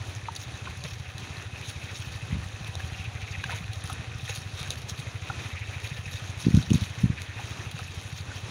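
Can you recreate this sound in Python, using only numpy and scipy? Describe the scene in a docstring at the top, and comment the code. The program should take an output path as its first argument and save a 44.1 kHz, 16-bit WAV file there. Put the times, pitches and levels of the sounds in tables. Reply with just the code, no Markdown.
"""Open grassland: piglets root and feed close to a hand-held phone. Random clicks, filtered, make the litter
rustle, blades tear and stalks snap; noise puffs ring nostrils, click runs ring two mouth resonances as smacks.
Far off a slow single-cylinder engine thuds thirteen times a second, each firing a push through two resonances,
with a thin metallic ring of narrow noise. Faint outdoor hiss is coloured noise; clusters of dull bumps on the
phone are short low swings."""
import sys
import numpy as np
from scipy import signal
from scipy.fft import rfft, irfft
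from scipy.io import wavfile
from scipy.ndimage import uniform_filter1d

SR = 44100
rng = np.random.default_rng(int(sys.argv[2]) if len(sys.argv) > 2 else 0)


def wav_record(signal):
    """Record a signal, one row per channel, as 16-bit PCM in the file named by sys.argv[1]."""
    frames = np.transpose(np.atleast_2d(signal))
    bounded = np.clip(frames, -1, 1)
    # unit amplitude maps onto the largest positive 16-bit level
    quanta = np.round(bounded * 32767).astype(np.int16)
    wavfile.write(sys.argv[1], SR, quanta)


N = 374850
TIME = np.arange(N) / SR
TOP_HZ = 15700


def undb(db):
    """Decibels to gain."""
    return 10 ** (np.asarray(db) / 20)


def unit(x):
    """Scale to rms 1."""
    return x / np.sqrt(np.mean(x ** 2))


def curves(table):
    """Value columns of a time curve, interpolated sample by sample."""
    s, *columns = np.transpose(table)
    return [np.interp(TIME, s, c) for c in columns]


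def add(track, start_s, sound):
    """Mix a sound into the track at start_s."""
    start = int(np.clip(start_s * SR, 0, N))
    track[start:start + len(sound)] += sound[:N - start]


def colour(x, points, size=2048):
    """Minimum-phase filter through (hz, db) points, built by folding the cepstrum."""
    hz, db = np.transpose(points)
    grid_hz = np.maximum(np.arange(size // 2 + 1) * SR / size, 1)
    gain = undb(np.interp(np.log(grid_hz), np.log(hz), db))
    cepstrum = irfft(np.log(gain))
    cepstrum[1:size // 2] *= 2
    cepstrum[size // 2 + 1:] = 0
    impulse = irfft(np.exp(rfft(cepstrum)))
    return signal.fftconvolve(x, impulse)[:len(x)]


def resonate(x, hz, width_hz):
    """One resonance, gain 1 at its centre."""
    return signal.lfilter(*signal.iirpeak(hz, hz / width_hz, fs=SR), x)


def resonate_twice(x, hz, width_hz):
    """Two equal resonances in series: steeper skirts."""
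    return resonate(resonate(x, hz, width_hz), hz, width_hz)


def walk(rate_hz):
    """Random levels, about rate_hz a second, joined smoothly; rms 1."""
    levels = rng.standard_normal(N // 200)
    joined = np.interp(TIME * rate_hz, np.arange(len(levels)), levels)
    return unit(uniform_filter1d(joined, int(SR / rate_hz / 2)))


def crackle(count, spread_db, size):
    """Fibres that break at random moments within size samples: many small clicks, a few large."""
    when, chance, sign = rng.random((count, 3)).T
    strength = np.minimum(-np.log(1 - chance), 4)
    clicks = np.sign(sign - .5) * undb(spread_db * strength)
    return np.bincount((when * size).astype(int), clicks, size)


def fibres(spectrum, count, spread_db, own_db):
    """Crackle in 20 ringing bands, with partly shared clicks and wandering levels that shift the colour."""
    shared = crackle(count, spread_db, N)
    out = np.zeros(N)
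    for hz in np.geomspace(400, 14000, num=20):
        clicks = shared / 2 + crackle(count, spread_db, N)
        out += resonate(clicks * undb(own_db * walk(50)), hz, hz / 10)
    return unit(colour(out, spectrum))


def effort(strokes, attack_share=0.47):
    """Amplitude of overlapping strokes (peak_s, length_s, level_db), each let go slightly slower than built up."""
    power = np.zeros(N)
    for s, length_s, db in strokes:
        near = slice(max(int((s - 2 * length_s) * SR), 0), int((s + 2 * length_s) * SR))
        u = (TIME[near] - s) / length_s
        side = np.where(u < 0, attack_share, 1 - attack_share)
        power[near] += undb(db) ** 2 * np.exp(-2 * (u / side) ** 2)
    return np.sqrt(power)


def air(level_db=-46, waver_db=2.23):
    """The hiss and rumble of open country: coloured noise, wavering slightly."""
    # spectrum: hz, level_db
    air_spectrum = [(20, -5.5), (50, -4.5), (90, 19.5), (160, 7.5), (280, 4.5), (600, -0.5), (1300, -0.5),
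                    (2500, -6), (4000, -9.5), (8000, -14.5), (16000, -38.5)]
    return unit(colour(rng.standard_normal(N), air_spectrum)) * undb(level_db + waver_db * walk(10))


def rooting(restless_db=0.35, twig_db=-8, level_db=-1.0):
    """Snouts stir dry litter all the time and now and then shove through it, breaking fibres."""
    # litter spectrum: hz, level_db
    litter_spectrum = [(200, -23.5), (450, 5.5), (900, -2.5), (1400, 4), (1900, 8.5), (2700, 1.5),
                       (3500, -2), (5000, -12.5), (9000, -18.5)]
    # steady stirring as the snouts work nearer and farther: time_s, level_db
    stirring_curve = [(0.0, -52), (1.2, -49), (2.3, -50), (3.0, -49), (4.6, -49.5), (5.7, -48.5),
                      (6.3, -48.5), (7.2, -49), (8.5, -50.5)]
    # shoves through the litter: peak_s, length_s, level_db
    shoves = [(0.66, 0.023, -44.5), (0.855, 0.029, -37.5), (1.398, 0.028, -42.5), (2.678, 0.036, -41),
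              (2.803, 0.033, -48), (3.53, .1, -39), (4.305, 0.077, -44.5), (5.975, 0.031, -41.5),
              (6.745, .05, -45)]
    stirring = undb(curves(stirring_curve)[0] + restless_db * walk(22))
    leaves = fibres(litter_spectrum, count=3500, spread_db=3.5, own_db=4.5)
    twigs = unit(colour(crackle(count=900, spread_db=4.0, size=N), litter_spectrum))
    return (leaves + undb(twig_db) * twigs) * np.hypot(stirring, effort(shoves)) * undb(level_db)


def tearing(grass_db=-53.5, restless_db=3.05, jerk_db=2.33, tick_db=-8, lull_db=-8, level_db=-1.5):
    """Teeth pull grass apart: tugs over steady grazing, a fine crackle of blades with separate stem ticks."""
    # blade spectrum: hz, level_db
    grass_spectrum = [(250, -27), (500, -5), (1000, -0.5), (2500, -1), (3700, 2), (6500, -2), (10000, -9.5),
                      (16000, -3)]
    # stem tick spectrum: hz, level_db
    tick_spectrum = [(500, -8), (3500, -3), (15000, -12)]
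    # brief dips in the steady grazing: centre_s, length_s
    lull_times = [(0.285, 0.089), (0.623, 0.028), (3.11, 0.091), (4.01, .16)]
    # mouthfuls tugged loose: peak_s, length_s, level_db
    tugs = [(0.41, 0.072, -44), (0.88, 0.15, -50), (1.98, 0.38, -50), (2.68, 0.052, -48),
            (2.985, 0.12, -56), (3.52, 0.09, -50), (3.75, 0.051, -48), (3.89, 0.1, -44.5),
            (4.31, 0.25, -47), (4.61, 0.17, -45), (4.72, 0.05, -41), (4.893, 0.026, -41.5),
            (4.995, .05, -49), (5.45, 0.11, -47.5), (5.97, 0.05, -51), (6.22, 0.33, -58.5),
            (6.405, 0.085, -43.5), (6.57, 0.11, -42), (6.745, 0.089, -42), (6.82, 0.15, -44.5),
            (7.22, 0.051, -44), (7.505, 0.054, -47), (7.83, 0.043, -50), (8.14, 0.15, -50.5),
            (8.39, 0.12, -49.5)]
    lulls = effort([(s, length_s, 0) for s, length_s in lull_times])
    grazing = undb(grass_db + restless_db * walk(14) + lull_db * lulls)
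    blades = fibres(grass_spectrum, count=5500, spread_db=3, own_db=3.5) * undb(jerk_db * walk(80))
    stems = unit(colour(crackle(count=1200, spread_db=6.0, size=N), tick_spectrum))
    return (blades + undb(tick_db) * stems) * np.hypot(grazing, effort(tugs)) * undb(level_db)


def engine(first_firing_s=.0123, pipe_hz=99, pipe_width_hz=58, top_hz=165, lead_s=0.0148,
           puff_s=0.0046, puff_db=-6, tail_s=0.069, tail_db=-17, level_db=-11.0):
    """Each firing is a push of gas with a turbulent puff; little but the exhaust's low boom carries this far."""
    # speed, wavering about the governor's setting: time_s, firing_rate_hz
    engine_speed = [(0, 12.995), (0.7, 13.001), (1.3, 13.304), (2.0, 12.759), (2.6, 13.058), (3.6, 12.963),
                    (4.8, 13.103), (5.6, 12.971), (6.3, 13.185), (8.5, 13.004)]
    # how well the sound carries: time_s, level_db
    engine_carry = [(0.0, -29.5), (0.5, -34), (0.9, -29), (1.3, -33.5), (2.1, -29.5), (3.6, -28),
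                    (4.5, -30.5), (5.9, -29), (8.5, -31)]
    rate_hz, carry_db = curves(engine_speed)[0], curves(engine_carry)[0]
    turns = np.cumsum(rate_hz) / SR - first_firing_s * rate_hz[0]
    firings_s = np.interp(np.arange(int(turns[-1]) + 1), turns, TIME)
    t = TIME[:SR // 7]
    # the puff dies quickly; scattered echoes from the fields follow it
    decay = undb(puff_db) * np.exp(-t / puff_s) + undb(tail_db) * np.exp(-t / tail_s)
    decay /= np.sqrt(puff_s * SR / 2)
    distance = signal.butter(4, top_hz, fs=SR, output="sos")
    out = np.zeros(N)
    for s in firings_s:
        gas = rng.standard_normal(len(t)) * decay
        gas[0] += 1
        hz = pipe_hz * np.exp(0.0084 * rng.standard_normal())
        boom = signal.sosfilt(distance, resonate_twice(gas, hz, pipe_width_hz))
        jitter_s = 0.0016 * rng.standard_normal()
        add(out, s - lead_s + jitter_s, unit(boom))
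    return out * undb(carry_db + level_db)


def engine_ring(ring_hz=765, width_hz=80):
    """A thin metallic ring of the engine: noise through a narrow resonance, its level drifting."""
    # level: time_s, level_db
    ring_level = [(0, -59), (2, -64), (2.9, -55.5), (4.5, -60), (6.5, -63)]
    ring = resonate_twice(rng.standard_normal(N), ring_hz, width_hz)
    return unit(ring) * undb(curves(ring_level)[0])


def snaps(first_db=5, splinter_s=0.02, splinter_db=-25, ring_q=6, broad_db=-15):
    """A stalk breaks within a few milliseconds and rings briefly, then its last fibres splinter."""
    # stalks: start_s, loudest_2ms_db, ring_hz, break_s, tilt_db_per_octave
    stalks = [(0.151, -38, 6600, .0006, 1), (0.3511, -40, 6000, 0.0022, 0), (0.3617, -34, 4370, 0.0046, 0),
              (0.8386, -33, 4170, .002, -3), (1.1816, -34, 4100, .0005, 2), (1.369, -38.5, 4100, .001, -6),
              (2.646, -37, 3450, .001, -3), (2.7537, -30, 3740, .001, -4),
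              (3.4399, -32.5, 2670, 0.0024, -6), (3.733, -36, 3580, .002, 0.5),
              (3.839, -37, 8850, 0.0023, -3), (3.899, -32, 3700, 0.0034, 8),
              (3.9293, -36.5, 9100, .004, -3), (4.294, -33, 2600, .003, 0.5),
              (4.614, -37.5, 3880, 0.0035, -4), (4.7054, -24, 3800, 0.0011, -3),
              (4.8888, -46, 2670, .004, -5), (4.978, -44, 3530, .004, -6), (5.872, -37.5, 3380, 0.0044, -6),
              (6.5682, -34, 3800, .0015, -3.5), (6.6257, -37, 3800, .008, -5),
              (6.7034, -32, 2960, 0.0047, -0.5), (6.732, -31.5, 6540, 0.0044, -4),
              (7.713, -37, 3660, 0.0058, 3)]
    t = TIME[:SR // 12]
    out = np.zeros(N)
    for s, db, hz, break_s, tilt_db in stalks:
        decay = np.exp(-t / break_s) + undb(splinter_db) * np.exp(-t / splinter_s)
        clicks = crackle(count=1200, spread_db=2, size=len(t)) * decay
        clicks[0] += undb(first_db)
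        broad = colour(clicks, [(edge, tilt_db * np.log2(edge / hz)) for edge in (600, TOP_HZ)])
        crack = resonate(clicks, hz, hz / ring_q) + undb(broad_db) * broad
        loudest = np.sqrt(uniform_filter1d(crack ** 2, size=SR // 500).max())
        add(out, s, undb(db) * crack / loudest)
    return out


def smacks(lower_width_hz=80, upper_width_hz=130, mouth_q=3.2, wet_db=-15, level_db=1):
    """Tongue and lips part with a run of wet clicks that ring two resonances of the mouth."""
    # partings: start_s, level_db, lower_hz, upper_hz, upper_re_lower_db, parting_s
    partings = [(0.2845, -23, 926, 1270, -4, .002), (.6715, -30, 1084, 1380, -2, .003),
                (2.798, -31, 770, 1700, 8, 0.0068), (3.4385, -23.5, 1040, 1610, 6, 0.0022),
                (3.351, -31.5, 1950, 2450, -2, .003), (3.4945, -27, 792, 1410, 7, .004),
                (3.524, -32, 920, 1450, -7, 0.0068), (3.897, -28, 770, 1290, 6, 0.0075),
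                (4.2935, -30.5, 486, 815, 0, .003), (5.299, -22.5, 810, 1380, 3, 0.0038),
                (7.393, -33.5, 851.2, 1090, -4, 0.0042), (7.7928, -31, 780, 1327, 7, 0.0052)]
    t = TIME[:SR // 16]

    def ring(clicks, hz, width_hz):
        """A narrow and a broad resonance in series, scaled to peak 1."""
        rung = resonate(resonate(clicks, hz, width_hz), hz, hz / mouth_q)
        return rung / np.abs(rung).max()

    out = np.zeros(N)
    for s, db, lower_hz, upper_hz, upper_db, parting_s in partings:
        clicks = undb(wet_db) * rng.standard_normal(len(t)) * np.exp(-t / parting_s)
        clicks[0] += 1
        lower = ring(clicks, lower_hz, lower_width_hz)
        upper = ring(clicks, upper_hz, upper_width_hz)
        pop = lower + undb(upper_db) * upper
        add(out, s, undb(db + level_db) * pop / np.abs(pop).max())
    return out


def sniffs(sniff_s=0.042, edge_db=-4.0, scatter_db=2.55, nostril_q=2.4, flare=0.042, level_db=-1.5):
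    """Quick puffs of air ring a piglet's nostrils, which flare differently each time; strongest in mid-bout."""
    # snuffling bouts: start_s, length_s, level_db, sniff_rate_hz, nostril_hz
    bouts = [(1.632, 0.5, -46.5, 15.3, 2380), (2.947, 0.12, -41.5, 18.2, 2630),
             (3.165, .42, -43.5, 17, 2130), (5.231, 0.78, -42.5, 17.6, 2120),
             (6.87, 0.572, -46, 15.8, 1895), (7.627, 0.18, -49, 15.5, 2450)]
    t = TIME[:SR // 8]
    puff = np.exp(-2 * (2 * (t - t.mean()) / sniff_s) ** 2)
    out = np.zeros(N)
    for start_s, length_s, db, rate_hz, nostril_hz in bouts:
        for delay_s in np.arange(0, length_s, 1 / rate_hz):
            hz = nostril_hz * np.exp(flare * rng.standard_normal())
            rush = unit(resonate_twice(rng.standard_normal(len(t)), hz, hz / nostril_q))
            arch_db = edge_db * (2 * delay_s / length_s - 1) ** 2
            sniff_db = db + level_db + arch_db + scatter_db * rng.standard_normal()
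            add(out, start_s + delay_s - t.mean(), puff * rush * undb(sniff_db))
    return out


def bumps(cycles=0.55, sag=0.28, rub_hz=135, rub_width_hz=150, rub_rise_s=0.018, rub_s=0.035, rub_db=-24,
          knock_hz=330, knock_s=0.0015, knock_db=-28):
    """A soft contact swings the phone once, slowing as it relaxes, with a hollow knock and a rubbing shudder."""
    # contacts: centre_s, level_db, pitch_hz
    contacts = [(2.3297, -16, 124), (2.343, -21, 68), (2.355, -22, 147), (2.371, -23, 123),
                (6.452, -21, 135), (6.469, -7, 191), (6.485, -9.5, 187), (6.509, -19, 173),
                (6.545, -4, 146), (6.5554, -9, 86.5), (6.5752, -3.5, 141), (6.588, -12.5, 124),
                (6.7081, -14, 200), (6.7177, -6, 170), (6.744, -8.5, 152), (6.7567, -9, 144.4),
                (6.8223, -14, 98), (7.042, -6, 141), (7.059, -11.5, 122), (7.103, -10.5, 129)]
    t = np.arange(-SR // 25, SR // 8) / SR
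    rubbing = np.exp(-np.maximum(t / rub_s, -t / rub_rise_s))
    knock = undb(knock_db) * np.cos(2 * np.pi * knock_hz * t) / np.cosh(2 * t / knock_s)
    soft = signal.butter(2, 2 * rub_hz, fs=SR, output="sos")
    out = np.zeros(N)
    for s, db, hz in contacts:
        turns = hz * t - sag * (np.hypot(hz * t, .5) - .5)
        swing = np.cos(2 * np.pi * turns) / np.cosh(turns * 2 / cycles)
        rub_noise = resonate_twice(rng.standard_normal(len(t)), rub_hz, rub_width_hz)
        shudder = undb(rub_db) * rubbing * unit(signal.sosfilt(soft, rub_noise))
        # quicker contacts knock harder
        add(out, s + t[0], undb(db) * (swing + shudder + knock * (hz / rub_hz) ** 2))
    return signal.sosfiltfilt(signal.butter(2, 52, "high", fs=SR, output="sos"), out)


def scene():
    """Everything as it reaches the phone."""
    animals = rooting() + tearing() + snaps() + smacks() + sniffs()
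    return (air() + animals + engine() + engine_ring() + bumps())[None]


def record(dry):
    """The microphone port ripples the treble; the recorder cuts the deepest bass and the top."""
    # port response: hz, level_db
    port_response = [(2200, 0), (2520, 7.5), (2950, 2), (3900, 6), (4600, 0), (5300, -0.5), (6000, 5.5),
                     (6700, 4), (7900, -9.5), (9400, 2.5), (10700, 3), (12500, -12.5), (13800, -16),
                     (15000, -7.5)]
    low_cut = signal.butter(2, 32, "high", fs=SR, output="sos")
    top_cut = signal.ellip(10, .2, 80, TOP_HZ, fs=SR, output="sos")
    sound = signal.sosfilt(low_cut, colour(dry[0], port_response))
    return signal.sosfilt(top_cut, sound)[None]


dry = scene()
out = record(dry)
wav_record(out)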